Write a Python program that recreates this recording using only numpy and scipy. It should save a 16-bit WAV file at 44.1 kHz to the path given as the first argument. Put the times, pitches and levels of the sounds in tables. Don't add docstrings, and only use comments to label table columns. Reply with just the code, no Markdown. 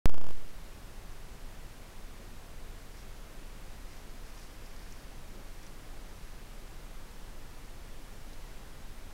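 import sys
import numpy as np
from scipy import signal
from scipy.fft import rfft, irfft
from scipy.io import wavfile

SR = 44100
rng = np.random.default_rng(int(sys.argv[2]) if len(sys.argv) > 2 else 0)


def transcribe(u):
    v = np.clip(np.atleast_2d(u).T, -1, 1)
    q = np.round(v * 32767).astype(np.int16)
    wavfile.write(sys.argv[1], SR, q)


N = 402633
T = np.arange(N) / SR

# (frequency [Hz], relative level [dB])
HUSH_CURVE = [(15, -13.5), (42, -9), (60, -12.5), (90, -15), (150, -18), (280, -22), (430, -24),
              (1000, -28), (2000, -31.5), (3200, -35), (5200, -37.5), (7800, -40), (11500, -42),
              (15500, -46)]
# (pitch [multiple of the frame rate], level [dB])
HUM_PARTIALS = [(.5, -47.5), (1, -49.5), (1.5, -83), (2, -65.5)]
# (centre time [s], level [dB])
HOOF_FALLS = [(1.38, -59), (2.21, -58), (3.063, -61), (3.406, -61), (5.367, -56), (5.95, -59)]
# (time [s], peak level [dB], pitch [Hz])
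TWIG_SNAPS = [(1.1218, -48, 4890), (4.6618, -48, 4780), (4.7626, -47, 4700), (4.793, -48, 4320),
              (4.9102, -47, 5000), (4.9237, -41, 5710), (5.6306, -45, 6200), (5.665, -46, 6040),
              (8.3315, -45, 4640)]
# (time [s], level [dB])
ROOTING_ENVELOPE = [(2.8, -82), (3.1, -79), (4.1, -73), (4.5, -69), (4.95, -67), (5.15, -75), (6.3, -72),
                    (7.0, -83), (8.35, -71), (9.1, -86)]
# (centre time [s], length [s], level [dB], relative crunch level [dB])
FOOT_SHUFFLES = [(2.995, .09, -65, -3), (3.73, .08, -67.5, -4), (3.94, .11, -63.5, -1),
                 (4.285, .05, -63.5, 3), (4.40, .15, -62, -4), (5.66, .05, -69, 5)]
RANGE_TICKS = [.0953, .1439, .1813, .2145, .2432, .268, .2893, .3091]


def from_db(db):
    return 10 ** (np.asarray(db) / 20)


def rms_one(x):
    return x / np.sqrt(np.mean(x ** 2) + 1e-20)


def resonance(x, hz, width_hz):
    radius = np.exp(-np.pi * width_hz / SR)
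    gain = (1 - radius ** 2) / 2
    section = [gain, 0, -gain, 1, -2 * radius * np.cos(2 * np.pi * hz / SR), radius ** 2]
    return signal.sosfilt([section, section], x + 1e-18)


def swell(centre, length):
    return 2 ** -np.minimum((2 * (T - centre) / length) ** 2, 60)


def hush(level_db=-50.7):
    hz = np.maximum(np.fft.rfftfreq(N, 1 / SR), 1)
    points_hz, points_db = np.transpose(HUSH_CURVE)
    colour = from_db(np.interp(np.log(hz), np.log(points_hz), points_db))
    return from_db(level_db) * rms_one(irfft(rfft(rng.standard_normal(N)) * colour, N))


def rumble(hz=9.2, width_hz=16, level_db=-49.5):
    sub = resonance(rng.standard_normal(N + SR), hz, width_hz)[SR:]
    return from_db(level_db) * rms_one(sub)


def camera_hum(frame_hz=30):
    return sum(np.sqrt(2) * from_db(db) * np.sin(2 * np.pi * (multiple * frame_hz * T + rng.random()))
               for multiple, db in HUM_PARTIALS)


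def waking_input(x, wake_s=.0576, settle_s=.073, step_db=.5, dip_db=1.0, switch_s=.0005):
    age = np.maximum(T - wake_s, 0) / settle_s
    bias = 1.05 * (1 + age) * np.exp(-age)
    fine_ticks = [.0777] + [s + share * (later - s) for s, later in zip(RANGE_TICKS, RANGE_TICKS[1:])
                            for share in (.395, .715)]
    steps_to_come = sum(T < s for s in [*fine_ticks, *RANGE_TICKS])
    switching = sum((T >= s - switch_s) & (T < s) for s in RANGE_TICKS)
    gain = from_db(-step_db * steps_to_come - dip_db * switching)
    return (x + bias) * gain * (T >= wake_s)


def hooves(band_hz=(130, 480), length_s=.11):
    soil = signal.sosfilt(signal.butter(2, band_hz, "band", fs=SR, output="sos"), rng.standard_normal(N))
    return rms_one(soil) * sum(from_db(db) * swell(centre, length_s) for centre, db in HOOF_FALLS)


def twigs(tear_s=.0031, width_hz=2700, overtone_db=-12, knock_db=-4, trim_db=.1):
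    track, age = np.zeros(N), T[:SR // 20]
    for s, db, hz in TWIG_SNAPS:
        tear = rng.standard_normal(len(age)) * np.exp(-age / tear_s)
        ring = resonance(tear, hz, width_hz)
        overtone = from_db(overtone_db) * resonance(tear, 2 * hz, 2 * width_hz)
        knock = from_db(knock_db) * resonance(tear, hz=1500, width_hz=1400)
        snap = ring + overtone + knock
        start = round(s * SR)
        track[start:start + len(age)] += from_db(db + trim_db) * snap / np.abs(snap).max()
    return track


def leaves(cracks_per_s=2200, spread_db=4.0, crisp_db=-9, rooting_crunch_db=-1):
    shape = (3, N)
    sizes = from_db(spread_db * np.minimum(rng.exponential(1, shape), 4)) * rng.choice([-1, 1], shape)
    cracks = sizes * (rng.random(shape) < cracks_per_s / SR)
    crisp = from_db(crisp_db) * rms_one(resonance(cracks[0], hz=10800, width_hz=4500))
    blades = rms_one(resonance(cracks[1], hz=4960, width_hz=3100))
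    body = rms_one(resonance(cracks[2], hz=1750, width_hz=1700))
    stir = from_db(np.interp(T, *np.transpose(ROOTING_ENVELOPE)))
    crunch = stir * from_db(rooting_crunch_db)
    for centre, length, db, crunch_db in FOOT_SHUFFLES:
        push = from_db(db) * swell(centre, length)
        stir = np.hypot(stir, push)
        crunch = np.hypot(crunch, push * from_db(crunch_db))
    return stir * (crisp + blades) + crunch * body


def scene():
    return (hush() + rumble() + leaves() + twigs() + hooves() + camera_hum())[None]


def record(dry):
    high_cut = signal.firwin(255, cutoff=15850, fs=SR)
    return signal.fftconvolve(waking_input(dry), high_cut[None], mode="same")


dry = scene()
out = record(dry)
transcribe(out)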